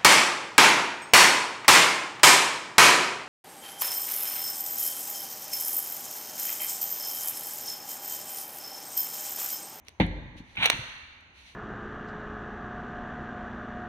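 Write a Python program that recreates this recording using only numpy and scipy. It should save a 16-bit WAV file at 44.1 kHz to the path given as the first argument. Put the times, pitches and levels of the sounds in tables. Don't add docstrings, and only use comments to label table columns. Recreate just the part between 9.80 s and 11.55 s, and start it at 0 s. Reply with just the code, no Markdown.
import sys
import numpy as np
from scipy import signal
from scipy.fft import rfft, irfft, next_fast_len
from scipy.io import wavfile

SR = 44100
rng = np.random.default_rng(int(sys.argv[2]) if len(sys.argv) > 2 else 0)


def output_pcm(signal):
    pcm = np.clip(np.atleast_2d(signal).T, -1, 1) * 32767
    wavfile.write(sys.argv[1], SR, np.round(pcm).astype(np.int16))


N = 77175
T = np.arange(N) / SR
FFT_SIZE = 2 * next_fast_len(N // 2 + SR // 10)
HZ = np.maximum(np.arange(FFT_SIZE // 2 + 1) * SR / FFT_SIZE, 1)

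# (frequency [Hz], level [dB])
ROOM_TONE_EQ = [(20, -6), (45, -1), (78, 4.5), (120, -10), (250, -9.5), (450, -17.5), (900, -11.5),
                (1400, -20.5), (2200, -16), (4000, -32.5), (5000, -49), (6200, -28), (8000, -40.5),
                (16000, -81.5)]
# (time [s], level [dB], pan left minus right [dB])
TICK_HITS = [(0.05, -44.5, 17), (0.07, -39, 16), (0.0839, -19, -6.5), (0.091, -43.5, 38), (0.2655, -30, 10),
             (0.7587, -27.5, 3.5), (0.84, -13, 13.5), (1.4084, -39, 4)]
# (frequency [Hz], level [dB])
TICK_EQ = [(150, -1), (900, -2), (1400, -6), (3000, 1), (5000, -8), (9000, -13), (16000, -22)]
# (peak time [s], rise [s], fall [s], level [dB])
BRUSH_STROKES = [(0.076, 0.018, .04, -59.5), (0.581, 0.013, 0.023, -51.5), (.72, 0.072, 0.19, -60),
                 (1.59, 0.038, 0.1, -55.5), (1.681, 0.026, 0.079, -56.5)]
# (frequency [Hz], level [dB])
BRUSH_EQ = [(200, -35.5), (900, -9.5), (1400, -2), (2100, 9), (3000, 7), (4100, 7.5), (5000, -5.5),
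            (6200, -2), (8000, -8.5), (16000, -26.5)]
# (frequency [Hz], level [dB], t60 [s])
THUD_MODES = [(48.4, -11, .55), (80, -14, .35), (96, -8, .3), (151, -8, .2), (172, -4, .28), (203, -2, .14),
              (252, -2, .15), (301, -8, .27), (522, 1, .05), (680, -9, .035), (815, -1, .05),
              (915, -8, .045)]
# (frequency [Hz], level [dB])
THUD_EQ = [(30, -8.5), (110, -17), (250, 7), (400, -1), (540, -6.5), (680, -15), (900, -13), (1200, -37),
           (4200, -22), (5200, -47), (16000, -46)]
# (time [s], level [dB], t60 [s])
CHATTER_HITS = [(0.201, 0, 0.035), (0.2069, 4.5, 0.15)]
# (frequency [Hz], level [dB])
CHATTER_EQ = [(300, -1.5), (900, 1), (1300, -9.5), (2130, 5.5), (2700, -6), (3700, -3.5), (4300, -14.5),
              (5100, -39.5), (6200, -27.5), (8000, -35.5), (16000, -61.5)]
# (frequency [Hz], level [dB], t60 [s])
HANDLE_RING_MODES = [(1725, -1, 0.16), (2124, -16.5, .12), (2014, 3.5, 0.45), (3260, -9, 0.51),
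                     (3066, -17.5, 0.037), (3623, -25.5, 0.094), (3530, -14.5, 0.032), (4355, -6.5, 0.33)]
# (time [s], level [dB], t60 [s])
BUMP_HITS = [(0.369, -7.5, 0.81), (0.552, -14, 0.11), (0.602, -15, .1), (0.776, -9, 0.4),
             (0.931, -10.5, 0.29)]
# (frequency [Hz], level [dB])
BUMP_EQ = [(25, 1), (45, 2), (75, -9), (120, 2.5), (180, 0.5), (300, -8), (500, -21), (2000, -67.5)]
# (time [s], level [dB])
PEEL_ENVELOPE = [(.752, -50.5), (.768, -50.5), (.773, -36), (.795, -35.5), (.823, -29), (.83, -24),
                 (.855, -24.5), (.868, -25), (.895, -37), (.925, -31.5), (.96, -40.5), (1.0, -70)]
# (frequency [Hz], level [dB])
PEEL_EQ = [(100, -14.5), (170, -2), (400, -21.5), (850, 1), (1200, -6), (2350, 5), (3200, 2.5),
           (4000, -0.5), (5000, -28.5), (6100, -20), (8000, -25.5), (10000, -24), (16000, -42.5)]
# (time [s], level [dB])
KNOCK_HITS = [(.7698, -33), (.7745, -33.5), (.8260, -22.5), (.8378, -34), (.8528, -23.5)]
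# (frequency [Hz], level [dB], t60 [s])
FRAME_RING_MODES = [(838, -15, .06), (1490, -3, 0.02), (2144, -2.5, 0.057), (2348, -1.5, 0.084),
                    (2500, 5, 0.02), (2697, 0.5, 0.04), (3184, -7.5, 0.063), (3750, -2, 0.022)]
# (time [s], level [dB], t60 [s], click against scatter [ratio])
CLACK_HITS = [(.8575, 7.5, 0.032, 0.15), (.9006, 10.5, .017, 1)]
# (frequency [Hz], level [dB])
CLACK_EQ = [(100, -17), (450, -5.5), (850, -4.5), (1250, -6), (2000, 1), (2700, 2), (3300, -5.5),
            (4100, 2.5), (5000, -21), (6100, -7.5), (8000, -14.5), (11000, -24.5), (16000, -19)]
# (frequency [Hz], t60 [s])
REVERB_T60 = [(60, 1), (140, 0.66), (260, 1.12), (500, 0.5), (1000, 1.62), (2200, 1.62), (4000, 1.28),
              (6500, 1.0), (10000, 0.82), (16000, 0.7)]
# (frequency [Hz], level [dB])
REVERB_EQ = [(40, -1), (170, -12), (450, -9.5), (900, -11.5), (1250, -8.5), (1800, -6.5), (2400, -13),
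             (3300, -11.5), (4100, -9), (5000, -10), (6200, -9), (8000, -13.5), (16000, -20)]
# (frequency [Hz], left minus right [dB])
MIC_BALANCE_EQ = [(100, 1.1), (450, 0.5), (850, 1.5), (2300, -3), (4000, 0), (5000, -0.5), (5900, -10.5),
                  (7200, 5), (8300, -5.5), (9700, 14.5), (11000, -7.5), (13700, -3), (15500, 4.5)]
# (frequency [Hz], width [Hz], depth [0-1])
PORT_NOTCHES = [(5180, 217, 0.73), (7470, 1500, 0.91), (13300, 920, .5)]


def from_db(db):
    return 10 ** (np.asarray(db) / 20)


def at_hz(points, hz):
    frequencies, values = np.transpose(points)
    return np.interp(np.log(hz), np.log(frequencies), values)


def unit_energy(x):
    return x / np.sqrt(np.sum(x ** 2, axis=-1, keepdims=True) + 1e-20)


def equalise(x, curve):
    gain = from_db(at_hz(curve, HZ))
    cepstrum = irfft(np.log(gain / np.sqrt(np.mean(gain ** 2))), FFT_SIZE)
    cepstrum[1:FFT_SIZE // 2] *= 2
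    cepstrum[FFT_SIZE // 2 + 1:] = 0
    return irfft(rfft(x, FFT_SIZE) * np.exp(rfft(cepstrum)), FFT_SIZE)[..., :N]


def diffuse_noise(mic_spacing_m=.13, sound_m_per_s=343):
    coherence = np.sinc(2 * HZ * mic_spacing_m / sound_m_per_s) * (1 - from_db(-23.5))
    mid, side = rfft(rng.standard_normal((2, FFT_SIZE)))
    mid *= np.sqrt((1 + coherence) / 2)
    side *= np.sqrt((1 - coherence) / 2)
    return irfft([mid + side, mid - side], FFT_SIZE)[:, :N]


def direct(x, left_lead_s=.00013):
    phase = np.pi * HZ * left_lead_s * np.array([[1], [-1]])
    return irfft(rfft(x, FFT_SIZE) * np.exp(1j * phase), FFT_SIZE)[:, :N]


def panned(x, pan_db):
    return x * from_db([[pan_db / 2], [-pan_db / 2]])


def click(at):
    return 1.0 * (np.arange(N) == int(at * SR))


def decay(at, t60):
    return (T >= at) * from_db(-60 * np.clip((T - at) / t60, 0, 10))


def hit(at, t60, crack):
    scatter = unit_energy(diffuse_noise() * decay(at, t60))
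    return unit_energy(crack * direct(click(at)) + scatter)


def ring(force, modes):
    out = 0
    for k, (hz, db, t60) in enumerate(modes):
        radius, angle = np.exp(-np.log(1000) / (t60 * SR)), 2 * np.pi * hz / SR
        feedback = [1, -2 * radius * np.cos(angle), radius ** 2]
        polarity = (-1) ** ((k + 1) // 2)
        out += polarity * from_db(db) * signal.lfilter([0, np.sin(angle)], feedback, force + 1e-18)
    return out


def room_tone(level_db=-59.5):
    return from_db(level_db) * equalise(diffuse_noise(), ROOM_TONE_EQ)


def finger_ticks(t60=.009):
    ticks = sum(from_db(db) * panned(hit(at, t60, crack=.27), pan) for at, db, pan in TICK_HITS)
    return equalise(ticks, TICK_EQ)


def brushing():
    swells = 0
    for peak, rise, fall, db in BRUSH_STROKES:
        width = np.where(T < peak, rise, fall)
        swells += from_db(db) * np.exp(-((T - peak) / width) ** 2)
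    return panned(equalise(swells * diffuse_noise(), BRUSH_EQ), pan_db=.5)


def squeegee_drop(at=.1995, body_db=-16, attack_db=4.5, handle_db=-45.5):
    body = from_db(body_db) * ring(click(at), THUD_MODES)
    attack = from_db(attack_db) * equalise(-hit(at, t60=.035, crack=.35), THUD_EQ)
    chatter = sum(from_db(db) * hit(start, t60, crack=.15) for start, db, t60 in CHATTER_HITS)
    settles_at = CHATTER_HITS[-1][0]
    handle = from_db(handle_db) * ring(click(settles_at), HANDLE_RING_MODES)
    return direct(body + handle) + attack + equalise(chatter, CHATTER_EQ)


def padded_bumps():
    bumps = sum(from_db(db) * hit(at, t60, crack=.062) for at, db, t60 in BUMP_HITS)
    return equalise(bumps, BUMP_EQ)


def mesh_peel(snaps_per_s=900, spread_db=5, scatter=.5, crossover_hz=3900, dulling_db_per_db=.69):
    snaps = (rng.random(N) < snaps_per_s / SR) * rng.choice([-1, 1], N)
    snaps = snaps * from_db(spread_db * np.minimum(rng.exponential(1, N), 2))
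    grains = direct(unit_energy(snaps) * np.sqrt(N)) + scatter * diffuse_noise()
    pull_db = np.interp(T, *np.transpose(PEEL_ENVELOPE), left=-200, right=-200)
    lows = signal.sosfilt(signal.butter(4, crossover_hz, fs=SR, output="sos"), grains)
    highs = signal.sosfilt(signal.butter(4, crossover_hz, "high", fs=SR, output="sos"), grains)
    brightness = from_db(dulling_db_per_db * (pull_db - pull_db.max()))
    return equalise((lows + brightness * highs) * from_db(pull_db), PEEL_EQ)


def frame_ring(contacts, send_db=-62.5):
    knocks = direct(sum(from_db(db) * click(at) for at, db in KNOCK_HITS))
    return ring(knocks + from_db(send_db) * contacts, FRAME_RING_MODES)


def frame_clacks(slip_db=-7.5, slip_s=.0011):
    clacks = 0
    for at, db, t60, crack in CLACK_HITS:
        slip = unit_energy(diffuse_noise() * (T < at) * np.exp(-abs(T - at) / slip_s))
        clacks += from_db(db) * (hit(at, t60, crack) + from_db(slip_db) * slip)
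    return equalise(clacks, CLACK_EQ)


def edge_landing(at=.99, hz=128, level_db=-29, t60=.079):
    return direct(ring(click(at), [(hz, level_db, t60)]))


def workshop_reverb(near, build_s=.0016):
    spectrum = rfft(diffuse_noise(), FFT_SIZE) * from_db(at_hz(REVERB_EQ, HZ))
    onset = 1 - np.exp(-T / build_s)
    edges_hz = np.geomspace(20, 20000, 16)
    response = 0
    for low, high in zip(edges_hz, edges_hz[1:]):
        band = irfft(spectrum * ((HZ >= low) & (HZ < high)), FFT_SIZE)[:, :N]
        t60 = at_hz(REVERB_T60, np.sqrt(low * high))
        response += band * unit_energy(onset * decay(0, t60))
    return signal.fftconvolve(near[:1], response, axes=1)[:, :N]


def scene():
    drop = squeegee_drop()
    contacts = frame_clacks() + mesh_peel()
    tipping = contacts + frame_ring(contacts) + edge_landing()
    near = drop + tipping + finger_ticks() + padded_bumps() + brushing()
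    return near + workshop_reverb(near) + room_tone()


def record(dry):
    low_cut_hz, high_cut_hz, ceiling = 32, 15850, .95
    balance = from_db(at_hz(MIC_BALANCE_EQ, HZ) * np.array([[.5], [-.5]]))
    mix = irfft(rfft(dry, FFT_SIZE) * balance, FFT_SIZE)[:, :N]
    mix = signal.sosfilt(signal.butter(2, low_cut_hz, "high", fs=SR, output="sos"), mix)
    for hz, width_hz, depth in PORT_NOTCHES:
        mix = mix - depth * signal.lfilter(*signal.iirpeak(hz, hz / width_hz, fs=SR), mix)
    mix = ceiling * np.tanh(mix / ceiling)
    return signal.sosfilt(signal.ellip(10, .2, 80, high_cut_hz, fs=SR, output="sos"), mix)


dry = scene()
out = record(dry)
output_pcm(out)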